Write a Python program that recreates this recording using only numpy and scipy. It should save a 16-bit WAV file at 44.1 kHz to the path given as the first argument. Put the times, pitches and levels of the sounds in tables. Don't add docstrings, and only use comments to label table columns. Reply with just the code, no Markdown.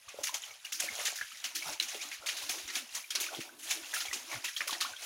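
import sys
import numpy as np
from scipy import signal
from scipy.io import wavfile
from scipy.ndimage import uniform_filter1d

SR = 44100
rng = np.random.default_rng(int(sys.argv[2]) if len(sys.argv) > 2 else 0)


def unload_audio(sound):
    columns = np.transpose(np.atleast_2d(sound))
    steps = np.round(np.clip(columns, -1, 1) * 32767)
    wavfile.write(sys.argv[1], SR, steps.astype(np.int16))


def level_to_linear(level):
    exponent = np.asarray(level, float) / 20
    return 10 ** exponent


N = 222836

# start in seconds, peak level in dB, pitch in Hz, length in seconds.
HEEL_THUDS = [(0.06, -62, 96, 0.04), (0.183, -64, 89.5, 0.032), (0.821, -58, 179, 0.05),
              (1.193, -63, 82, 0.069), (1.65, -53, 145, 0.079), (2.188, -56, 73, 0.029),
              (2.493, -64, 91, 0.058), (2.632, -52, 74, 0.034), (3.38, -46, 150, 0.026),
              (4.066, -59, 78.1, 0.057), (4.335, -48, 123, 0.061), (4.706, -64, 59.2, 0.03),
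              (.26, -70, 112, 0.055), (.9, -64, 91, 0.048), (.993, -70, 121, .05), (1.72, -68, 70.6, 0.046),
              (2.41, -66, 85, 0.072), (2.915, -73, 82, .05), (3.189, -76, 60, .05), (3.65, -74, 132, 0.044),
              (3.806, -72, 92, 0.046), (4.901, -67, 95, 0.049)]
# frequency in Hz, level in dB per Hz.
SPRAY_COLOUR = [(180, -24), (300, -19), (462, -29), (546, -14.5), (1060, -9.5), (2520, 2.5), (4750, 1.5),
                (6520, 5.5), (8090, -4), (9880, 1.5), (12300, -4.5), (14700, -7), (16000, -8)]
# frequency in Hz, level in dB per Hz.
SLOSH_COLOUR = [(300, -26), (450, -10), (600, 2), (1000, 1.5), (1400, -4), (2200, -26)]
# frequency in Hz, level in dB per Hz.
HUSH_COLOUR = [(15, -61), (25, -6), (363, 5), (451, -26), (624, -18), (3080, -9), (4740, -33), (6560, -8),
               (7920, 3), (10400, 17), (16000, -8)]
# frequency in Hz, time to fall 60 dB in seconds.
TUNNEL_T60 = [(300, 0.16), (800, 0.26), (2000, 0.18), (6000, 0.068), (14000, 0.12)]
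# frequency in Hz, level in dB per Hz.
BOOM_COLOUR = [(130, -22), (200, -30.5), (250, -11.5), (330, -1), (420, -15), (600, -30.5)]
# start in seconds, level in dB, first pitch in Hz, last pitch in Hz, length in seconds.
SLURPS = [
    (1.985, -44.5, 1850, 3600, 0.065),
    (2.004, -43, 4900, 7000, .028),
    (2.005, -44, 3300, 4300, 0.035),
    (2.02, -46, 6300, 8000, 0.03),
    (1.3, -53, 2300, 3600, .04),
    (2.769, -60, 339, 185.2, .12),
    (4.843, -41.5, 1060, 1680, 0.032),
]
# time in seconds, peak level in dB, cavity pitch in Hz, time to fall 60 dB in seconds.
LATE_CLUMPS = [
    (0.422, -37, 3050, 0.042),
    (1.0692, -25.5, 5400, 0.12),
    (2.2843, -26.5, 2350, 0.11),
    (3.2342, -32, 2280, 0.19),
    (2.752, -25, 2780, 0.12),
    (3.9625, -39, 2660, 0.15),
    (4.484, -33, 1930, 0.083),
]
# time in seconds, peak level in dB, cavity pitch in Hz, time to fall 60 dB in seconds.
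SHEETS = [(0.234, -26, 6300, 0.28), (0.722, -27, 5400, 0.26), (1.156, -32, 5000, 0.29),
          (1.5504, -27, 4400, 0.31), (1.8236, -30, 5500, 0.15), (2.423, -33.5, 5400, 0.24),
          (2.494, -24.5, 6400, 0.23), (2.948, -27.5, 7600, 0.14), (3.2036, -29, 7220, 0.28),
          (3.59, -42.5, 8700, 1), (3.629, -36.5, 9100, 0.32), (0.795, -36, 6500, .1),
          (3.205, -28, 14000, 0.2), (3.9378, -26, 1930, 0.47), (4.674, -28.5, 2700, 0.25),
          (3.0, -45.5, 12000, 0.94), (0.54, -49, 10500, 0.055), (.87, -48, 13000, 0.54),
          (4.549, -42, 12000, .3), (0.45, -43.5, 6000, 0.22)]
# time in seconds, peak level in dB, cavity pitch in Hz, time to fall 60 dB in seconds.
SLAPS = [(0.271, -25.5, 2640, 0.092), (0.342, -29, 7600, 0.21), (0.646, -34.5, 2625, 0.16),
         (0.8017, -20, 8000, 0.034), (1.052, -24, 6850, 0.21), (1.442, -27.5, 2600, 0.22),
         (1.6245, -37, 2240, 0.15), (1.724, -29, 5470, 0.082), (1.7998, -29, 3600, 0.28),
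         (1.8827, -31.5, 6530, 0.23), (1.943, -37, 3400, 0.13), (2.262, -27, 4050, 0.44),
         (2.3672, -31, 4100, 0.36), (3.106, -28, 3670, 0.14), (3.3471, -37, 3320, 0.58),
         (3.4031, -32, 2520, 0.19), (3.708, -22, 6800, 0.084), (4.13, -27, 7250, 0.27),
         (4.443, -24, 2650, 0.13), (4.5651, -29.5, 3800, 0.22), (4.7083, -29.5, 3680, 0.097),
         (4.81, -24, 4100, 0.24)]
# time in seconds, peak level in dB, cavity pitch in Hz, time to fall 60 dB in seconds.
LUMPS = [(0.0853, -37.5, 2520, 0.16), (0.439, -38.5, 3020, .13), (0.995, -34.5, 1880, 0.2),
         (2.0135, -34, 7050, 0.23), (2.1134, -35, 2080, 0.26), (2.5839, -35.5, 3200, 0.062),
         (2.6763, -34, 6100, 0.21), (2.701, -31.5, 4300, 0.05), (3.157, -25.5, 4500, 0.15),
         (3.2636, -36, 2700, 0.16), (4.0047, -27.5, 3950, .14), (4.0534, -32.5, 3300, 0.12),
         (4.3167, -36, 2020, 0.47), (1.2116, -46, 1900, 0.13), (4.6065, -32, 2240, 0.25),
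         (4.728, -27, 3640, 0.12)]
# time in seconds, peak level in dB, cavity pitch in Hz, time to fall 60 dB in seconds.
FIRST_CONTACTS = [(0.24, -23.5, 6000, 0.025), (0.271, -28, 5800, .03), (0.3422, -23, 6400, 0.031),
                  (1.054, -23.5, 6600, .05), (1.212, -38, 2250, 0.023), (1.32, -41, 1460, 0.097),
                  (1.372, -42, 3700, 0.23), (1.442, -27.5, 3250, 0.065), (1.5563, -24, 4600, 0.056),
                  (1.799, -21.5, 4100, 0.02), (1.9452, -32.5, 3430, .025), (2.494, -23, 4500, .025),
                  (1.8252, -25.5, 6100, .025), (0.802, -31, 6500, 0.026), (3.1054, -25.5, 3140, 0.022),
                  (3.152, -22.5, 9600, 0.05), (3.156, -25, 4260, .03), (3.704, -29, 6500, 0.057),
                  (3.7096, -24, 4400, 0.043), (3.859, -44, 2800, .1), (3.944, -30, 8550, 0.064),
                  (4.005, -29, 4600, 0.03), (4.13, -28, 3000, 0.036), (4.443, -40, 2900, 0.1),
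                  (4.5645, -37.5, 3200, .04), (4.6784, -42, 6500, 0.021), (4.6785, -22.5, 1600, 0.032),
                  (4.81, -22.5, 4330, .03), (0.2344, -29.5, 4500, 0.046), (3.201, -28.5, 9000, .04),
                  (4.805, -28, 3500, 0.052), (4.963, -42.5, 3200, 0.11)]
# brightness in dB per octave, swell in milliseconds,
# thinness in dB lost per octave under LOW_HZ.
LANDING = [
    (2, 5.9, 7),
    (-1.5, 7.5, 3),
    (-4.5, 5.6, 2.5),
    (-2.5, 10, 3),
    (-1.5, 1.2, 5),
]
# time in seconds, level in dB, pitch in Hz.
POPS = [(.272, -33, 5640), (.438, -29, 3080), (.8, -22, 6560), (.803, -33, 2430), (1.084, -43, 543),
        (1.127, -35, 700), (1.2125, -25.5, 1780), (1.801, -16, 3975), (2.263, -30, 3560),
        (2.492, -30, 4400), (2.518, -34, 2240), (3.105, -29, 5180), (3.158, -20.5, 4340), (3.39, -30, 300),
        (3.938, -22, 1900), (3.963, -27, 2584), (4.131, -26, 2630), (4.607, -22.5, 1790),
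        (4.609, -16.5, 2470), (4.618, -23, 2070), (4.726, -38, 285), (.189, -38, 900), (.421, -36.5, 6900),
        (.495, -42, 4200), (.516, -39, 6100), (.826, -33, 2600), (.834, -32, 2900), (.862, -31, 2350),
        (.944, -37, 2300), (1.069, -28, 3700), (1.625, -31, 2500), (1.727, -31, 3020), (2.29, -26, 3200),
        (2.3, -28, 2300), (2.368, -32, 3800), (2.7, -33, 4500), (3.216, -30, 6400), (3.233, -30, 2700),
        (3.243, -30, 2310), (3.266, -31, 2700), (3.349, -31.5, 3600), (3.713, -26, 4410), (3.92, -37, 3400),
        (3.932, -33, 1950), (3.944, -32, 5450), (4.005, -27, 5080), (4.006, -30, 3000), (4.058, -33, 3300),
        (4.709, -30, 3700), (.668, -37, 2300), (2.51, -30, 6500), (2.765, -30, 6400), (3.16, -28, 5600),
        (4.783, -34, 5300), (4.812, -22, 4300)]
# time in seconds, level in dB, pitch in Hz.
BLOOPS = [(.143, -38, 537), (.188, -32, 560), (.271, -29, 2750), (.857, -47, 276), (.882, -31.5, 1770),
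          (.888, -28.5, 2150), (.989, -37, 607), (.997, -30, 2095), (1.188, -34.5, 1720),
          (1.799, -24.5, 2913), (1.945, -37.5, 574), (2.05, -45, 310), (2.499, -37, 370),
          (3.106, -32.5, 3160), (3.151, -38.5, 603), (3.183, -38, 338), (3.269, -39, 1240),
          (3.288, -35, 1510), (3.313, -52, 840), (3.33, -42, 586), (3.347, -33, 3240), (3.833, -38, 1450),
          (4.021, -33.5, 1400), (4.053, -36, 784), (4.128, -37.5, 1136), (4.144, -40, 311),
          (4.695, -27.5, 1107), (4.727, -33.5, 903), (4.848, -31.5, 1074), (4.965, -35.5, 3290),
          (1.317, -42, 1310), (1.225, -41, 2100), (3.24, -36, 2410), (3.34, -40, 876), (3.36, -42, 700),
          (1.355, -45, 1970), (2.115, -38, 2060), (2.128, -36, 2450), (2.14, -42, 1950), (3.845, -37, 2750),
          (4.315, -30.5, 2290), (4.33, -34.5, 1920), (4.342, -29.5, 2185), (4.358, -36, 1510),
          (4.441, -42, 946), (4.444, -41.5, 614), (4.484, -30.5, 1920), (4.492, -44, 1590),
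          (4.635, -35, 1626), (4.75, -34, 1880), (1.06, -33, 1750), (1.078, -33, 1850), (1.226, -36, 1586),
          (1.655, -37.5, 1254), (1.675, -36, 1400), (1.69, -39, 696), (2.124, -35, 2156),
          (3.952, -33, 1800)]
# time in seconds, level in dB, pitch in Hz.
RINGS = [(.081, -44, 1148), (.292, -35, 1017), (.508, -40.5, 2240), (.647, -35, 2850), (.838, -40, 569),
         (1.009, -38.5, 550), (1.214, -26, 1640), (1.443, -42, 744), (1.622, -30.5, 2260),
         (1.95, -41.5, 420), (2.032, -36, 4200), (2.224, -46, 1360), (2.243, -43, 1380), (2.493, -33, 3520),
         (2.494, -39, 740), (2.688, -38, 2056), (3.041, -40, 2370), (3.148, -38, 2210), (3.21, -45, 375),
         (3.492, -42, 1510), (3.937, -28.5, 1686), (3.966, -30, 1390), (4.083, -33.5, 2216),
         (4.112, -31, 2000), (4.564, -27, 3214), (4.612, -35, 1227), (4.668, -46, 570), (4.81, -30, 2620),
         (4.816, -31, 1237), (4.934, -35.5, 1524), (.9, -45.5, 215), (1.33, -61, 222), (1.4, -44, 3710),
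         (1.85, -54, 232), (2.235, -44.5, 565), (2.7, -36, 1900), (2.765, -47, 281), (2.89, -46, 2770),
         (3.97, -40, 2680), (4.16, -42, 320), (4.2, -44, 934)]
# time in seconds, reach in seconds, spray level in dB, depth as slosh over spray in dB.
SURGES = [(.11, 0.17, -57, -6), (0.212, 0.12, -53, 1), (.35, 0.027, -43.5, 1), (0.481, 0.13, -51, -4.5),
          (.69, 0.15, -54, -8), (0.836, 0.053, -37, -8.5), (.94, 0.13, -45.5, -9), (1.03, 0.13, -40, -5),
          (1.2, 0.43, -49, -38), (1.5, 0.28, -54, -6), (1.688, 0.082, -40.5, -1), (1.931, 0.15, -45, -6.5),
          (2.058, 0.095, -46.5, -7), (2.14, 0.064, -47, -22), (2.24, 0.067, -59, 4),
          (2.33, 0.18, -50.5, -1), (2.428, 0.099, -51, 0), (2.55, 0.18, -43.5, -9.5),
          (2.768, 0.055, -37.5, -14), (2.83, 0.31, -52.5, -10.5), (2.97, 0.063, -42, -9),
          (3.22, 0.13, -45, -6), (3.334, 0.03, -48, 7.5), (3.45, 0.35, -66.5, 8.5),
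          (3.72, 0.077, -37.5, -11), (3.92, 0.28, -46, -8), (4.17, 0.29, -50, -6),
          (4.333, 0.086, -43.5, -2.5), (4.485, 0.072, -44.5, -32), (4.54, .04, -54, -25),
          (4.615, 0.029, -54.5, 6.5), (4.446, 0.021, -57, 3), (4.74, 0.17, -47, -2), (4.9, .07, -47, -4),
          (5.05, 0.087, -41.5, -9.5)]
# time in seconds, reach in seconds, level in dB.
HEAVES = [(.2, 0.062, -53.5), (.75, 0.058, -67), (.86, 0.12, -60), (.34, 0.042, -67), (1.0, .1, -82),
          (1.47, 0.062, -64.5), (1.57, 0.046, -55), (1.69, 0.089, -53.5), (1.82, 0.042, -53),
          (1.97, 0.034, -52.5), (2.08, 0.1, -60), (2.24, 0.07, -68), (2.38, 0.11, -59.5),
          (2.6, 0.25, -53.5), (2.8, 0.056, -73), (2.97, 0.076, -69), (3.2, 0.11, -55.5),
          (3.36, 0.096, -52.5), (3.48, 0.27, -57.5), (3.66, 0.035, -68), (3.78, 0.13, -54), (3.95, .1, -73),
          (4.15, 0.18, -55.5), (4.33, 0.13, -56.5), (4.46, 0.043, -64), (4.62, 0.033, -59),
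          (4.72, 0.073, -52), (4.83, 0.12, -58), (5.05, 0.064, -68)]

HUSH_DB, TUNNEL_DB = -67.5, -13.5
EDGE_HZ = 15950
POP_MS, BLOOP_MS, RING_MS = 3, 7.6, 12.1
SPRAY_FALL_DB, SLOSH_FALL_DB, BOOM_FALL_DB = 13, 20.5, 16.5
BUILD = 0.9
SHOULDER = 1.42
TILT_DB, TILT_BY_SPRAY = -0.4, 0.098
LOW_FADE_DB_PER_S, LOW_HZ = 218, 1400
CRACK, CRACK_T60 = 0.061, 0.0019


def evened(x):
    return x / np.sqrt(np.mean(x ** 2) + 1e-20)


def steadied(x, seconds):
    return x / np.sqrt(uniform_filter1d(x ** 2, size=round(seconds * SR)) + 1e-20)


def read(points, hz):
    f, value = np.transpose(points)
    return np.interp(np.log(hz + 1), np.log(f + 1), value)


def add(mix, s, sound):
    part = mix[max(round(s * SR), 0):][:len(sound)]
    part += sound[:len(part)]


def highpassed(x, order, hz):
    return signal.sosfilt(signal.butter(order, hz, "high", fs=SR, output="sos"), x)


def humps(s, reach, top_db, fall_db):
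    grid = np.arange(0, N + 64, 64)
    off = (grid[:, None] / SR - s) / np.maximum(reach, .02)
    distance = np.maximum(off, -off / BUILD)
    power = level_to_linear(2 * (top_db - fall_db * distance ** SHOULDER)).sum(1)
    return np.interp(np.arange(N), grid, 10 * np.log10(power + 1e-11))


def water(count, colour_db, patchy_db, flicker_db, size=256):
    frames, hz = 4 * count // size + 5, np.fft.rfftfreq(size, 1 / SR)[:, None]
    a, b, patches = rng.standard_normal((frames, len(hz), 3)).T
    flicker = evened(uniform_filter1d(rng.standard_normal(frames), size=3))
    patches = uniform_filter1d(patches, size=5, axis=0)
    patches = evened(uniform_filter1d(patches, size=5, axis=1))
    t = np.arange(frames) * size / 4 / SR
    level_db = colour_db(hz, t) + patchy_db * patches + flicker_db * flicker
    z = (a + 1j * b) * level_to_linear(level_db)
    return signal.istft(z, nperseg=size, noverlap=size * 3 // 4)[1][:count]


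def blurred(turns, blur_hz):
    noise = rng.standard_normal((SR // 8, 2))
    wander = uniform_filter1d(noise, size=round(SR / blur_hz), axis=0) @ [1, 1j]
    tone = (wander[:len(turns)] * np.exp(2j * np.pi * turns)).real
    return tone * np.sqrt(SR / blur_hz)


def droplets(colour, low_hz, high_hz, per_s, spread_db, cycles):
    out = np.zeros(N)
    for hz in np.geomspace(low_hz, high_hz, num=24):
        draw = rng.random(N) * 24 * SR / per_s + 1e-9
        strength = level_to_linear(spread_db * np.clip(-np.log(draw), 0, 3))
        u = np.arange(round(3 * cycles * SR / hz)) * hz / SR
        drop = np.sin(2 * np.pi * u * (1 + 0.008 * u))
        drop *= np.exp(-2.2 * u / cycles) * np.minimum(u / 1.46, 1)
        drop *= level_to_linear(read(colour, hz)) * np.sqrt(hz)
        out += signal.oaconvolve((draw < 1) * strength, drop)[:N]
    return evened(out)


def hush():
    def colour_db(hz, at):
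        return read(HUSH_COLOUR, hz)
    return level_to_linear(HUSH_DB) * evened(water(N, colour_db, patchy_db=0.5, flicker_db=2.5, size=2048))


def spray_layer(spray_db):
    tilt_db = TILT_DB + TILT_BY_SPRAY * (spray_db + 27.0)
    def colour_db(hz, at):
        tilt = np.interp(at, np.arange(N) / SR, tilt_db)
        return read(SPRAY_COLOUR, hz) + tilt * np.log2(np.maximum(hz, 1200) / 4000)
    spray = steadied(water(N, colour_db, patchy_db=2.5, flicker_db=-0.5), 0.3)
    spray += level_to_linear(-8) * droplets(SPRAY_COLOUR, 1180, 6890, per_s=230, spread_db=4.5, cycles=16.0)
    return highpassed(spray, 4, 1050)


def slosh_layer():
    def colour_db(hz, at):
        return read(SLOSH_COLOUR, hz)
    slosh = steadied(water(N, colour_db, patchy_db=3.5, flicker_db=2.1, size=1024), 0.26)
    return slosh + level_to_linear(-10.0) * droplets(SLOSH_COLOUR, 363, 1550, per_s=150, spread_db=-4.5, cycles=1.73)


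def boom_layer():
    def colour_db(hz, at):
        return read(BOOM_COLOUR, hz)
    return steadied(water(N, colour_db, patchy_db=7.0, flicker_db=4.5, size=2048), 0.027)


def wading():
    s, reach, top_db, depth_db = np.transpose(SURGES)
    spray_db = humps(s, reach, top_db, SPRAY_FALL_DB)
    slosh_db = humps(s, reach, top_db + depth_db, SLOSH_FALL_DB)
    boom_db = humps(*np.transpose(HEAVES), BOOM_FALL_DB)
    mix = level_to_linear(spray_db) * spray_layer(spray_db)
    mix += level_to_linear(slosh_db - 3.5) * slosh_layer()
    return mix + level_to_linear(boom_db - 0.5) * boom_layer()


def rumble():
    s, reach, top_db, depth_db = np.transpose(SURGES)
    slosh_db = humps(s, reach, top_db + depth_db, SLOSH_FALL_DB)
    def colour_db(hz, at):
        return -18 * abs(np.log2((hz + 1) / 95))
    shake = water(N, colour_db, patchy_db=1, flicker_db=2.5, size=2048)
    return level_to_linear(-86.5 + 0.4 * (slosh_db + 57.5)) * evened(shake)


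def thud(db, hz, length):
    t = np.arange(round(length * SR)) / SR
    turns = hz * t * (1.1 - 0.13 * t / length)
    tone = np.sin(2 * np.pi * turns) + 0.9 * blurred(turns, 70)
    return level_to_linear(db - 5.5) * np.hanning(len(t)) * tone


def bubble(db, hz, fall_ms, rise=0.021):
    fall_ms = np.clip(fall_ms, max(3, 2000 / hz), 16)
    u = np.arange(SR // 8) / SR * 1000 / fall_ms
    turns = np.cumsum(hz * (1 + rise * (np.minimum(u, 3) - .5))) / SR
    tone = np.sin(2 * np.pi * turns) + .35 * blurred(turns, .15 * hz)
    onset = np.sin(np.pi / 2 * np.minimum(u / 0.3, 1)) ** 2
    return level_to_linear(db + 1.5 - 16.6 * u) * onset * tone


def splash(db, cavity_hz, tilt_db, t60, swell_ms, thin_db, plips):
    t = np.arange(SR // 3) / SR
    def colour_db(hz, at):
        bump_db = 5.9 * np.exp(-(np.log2((hz + 1) / cavity_hz) / 0.37) ** 2)
        bright_db = tilt_db * np.log2(np.maximum(hz, 900) / 4000)
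        octaves_low = np.clip(np.log2(LOW_HZ / (hz + 1)), 0, 2)
        drained_db = (thin_db + LOW_FADE_DB_PER_S * at) * octaves_low
        return read(SPRAY_COLOUR, hz) + bright_db + bump_db - drained_db
    shower = evened(water(len(t), colour_db, patchy_db=2.5, flicker_db=0.26))
    shower += level_to_linear(-5) * np.roll(plips, rng.integers(N))[:len(t)]
    swell = np.clip(swell_ms, 1, 15) / 1000
    after = np.maximum(t - swell, 0)
    shape = CRACK * level_to_linear(-60 * after / CRACK_T60)
    shape += 0.055 * level_to_linear(-60 * after / 0.2)
    shape += 0.89 * level_to_linear(-60 * after / max(t60, .02))
    lead = 0.44 * swell
    return lead, level_to_linear(db - 7.5) * shower * shape * np.minimum(t / swell, 1)


def slurp(db, first_hz, last_hz, length):
    count = round(length * SR)
    turns = np.cumsum(np.geomspace(first_hz, last_hz, count)) / SR
    tone = np.sin(2 * np.pi * turns) + .45 * blurred(turns, 0.05 * last_hz)
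    return level_to_linear(db) * np.hanning(count) * evened(tone)


def tunnel(x):
    taps = np.zeros(SR // 2)
    at = np.arange(260, len(taps) - 20, 20)
    taps[at + rng.integers(0, 20, len(at))] = rng.choice([-1., 1.], len(at))
    hz, t, z = signal.stft(taps, SR, nperseg=256)
    fade = level_to_linear(-60 * t / read(TUNNEL_T60, hz)[:, None])
    tail = signal.istft(z * fade, SR, nperseg=256)[1]
    return signal.fftconvolve(x, tail / np.linalg.norm(tail))[:N]


def scene():
    near, heels = wading(), rumble()
    for s, *row in HEEL_THUDS:
        add(heels, s, thud(*row))
    for table, fall_ms in [(POPS, POP_MS), (BLOOPS, BLOOP_MS), (RINGS, RING_MS)]:
        for s, db, hz in table:
            add(near, s - .001, bubble(db, hz, fall_ms))
    plips = droplets(SPRAY_COLOUR, 1153, 6310, per_s=500, spread_db=1.5, cycles=13.0)
    kinds = [SHEETS, SLAPS, LUMPS, LATE_CLUMPS, FIRST_CONTACTS]
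    for table, (tilt_db, swell_ms, thin_db) in zip(kinds, LANDING):
        for s, db, cavity_hz, t60 in table:
            lead, sound = splash(db, cavity_hz, tilt_db, t60, swell_ms, thin_db, plips)
            add(near, s - lead, sound)
    for s, *row in SLURPS:
        add(near, s - .001, slurp(*row))
    near = highpassed(near, 3, 220)
    heels = highpassed(heels, 2, 30)
    return (near + level_to_linear(TUNNEL_DB) * tunnel(near) + heels + hush())[None]


def low_pass(x):
    return signal.sosfilt(signal.butter(12, 16520, fs=SR, output="sos"), x)


def record(dry):
    edge = signal.firwin(numtaps=383, cutoff=EDGE_HZ, window=("kaiser", 8), fs=SR)
    mix = signal.oaconvolve(dry, edge[None], "same")
    return low_pass(mix)


dry = scene()
out = record(dry)
unload_audio(out)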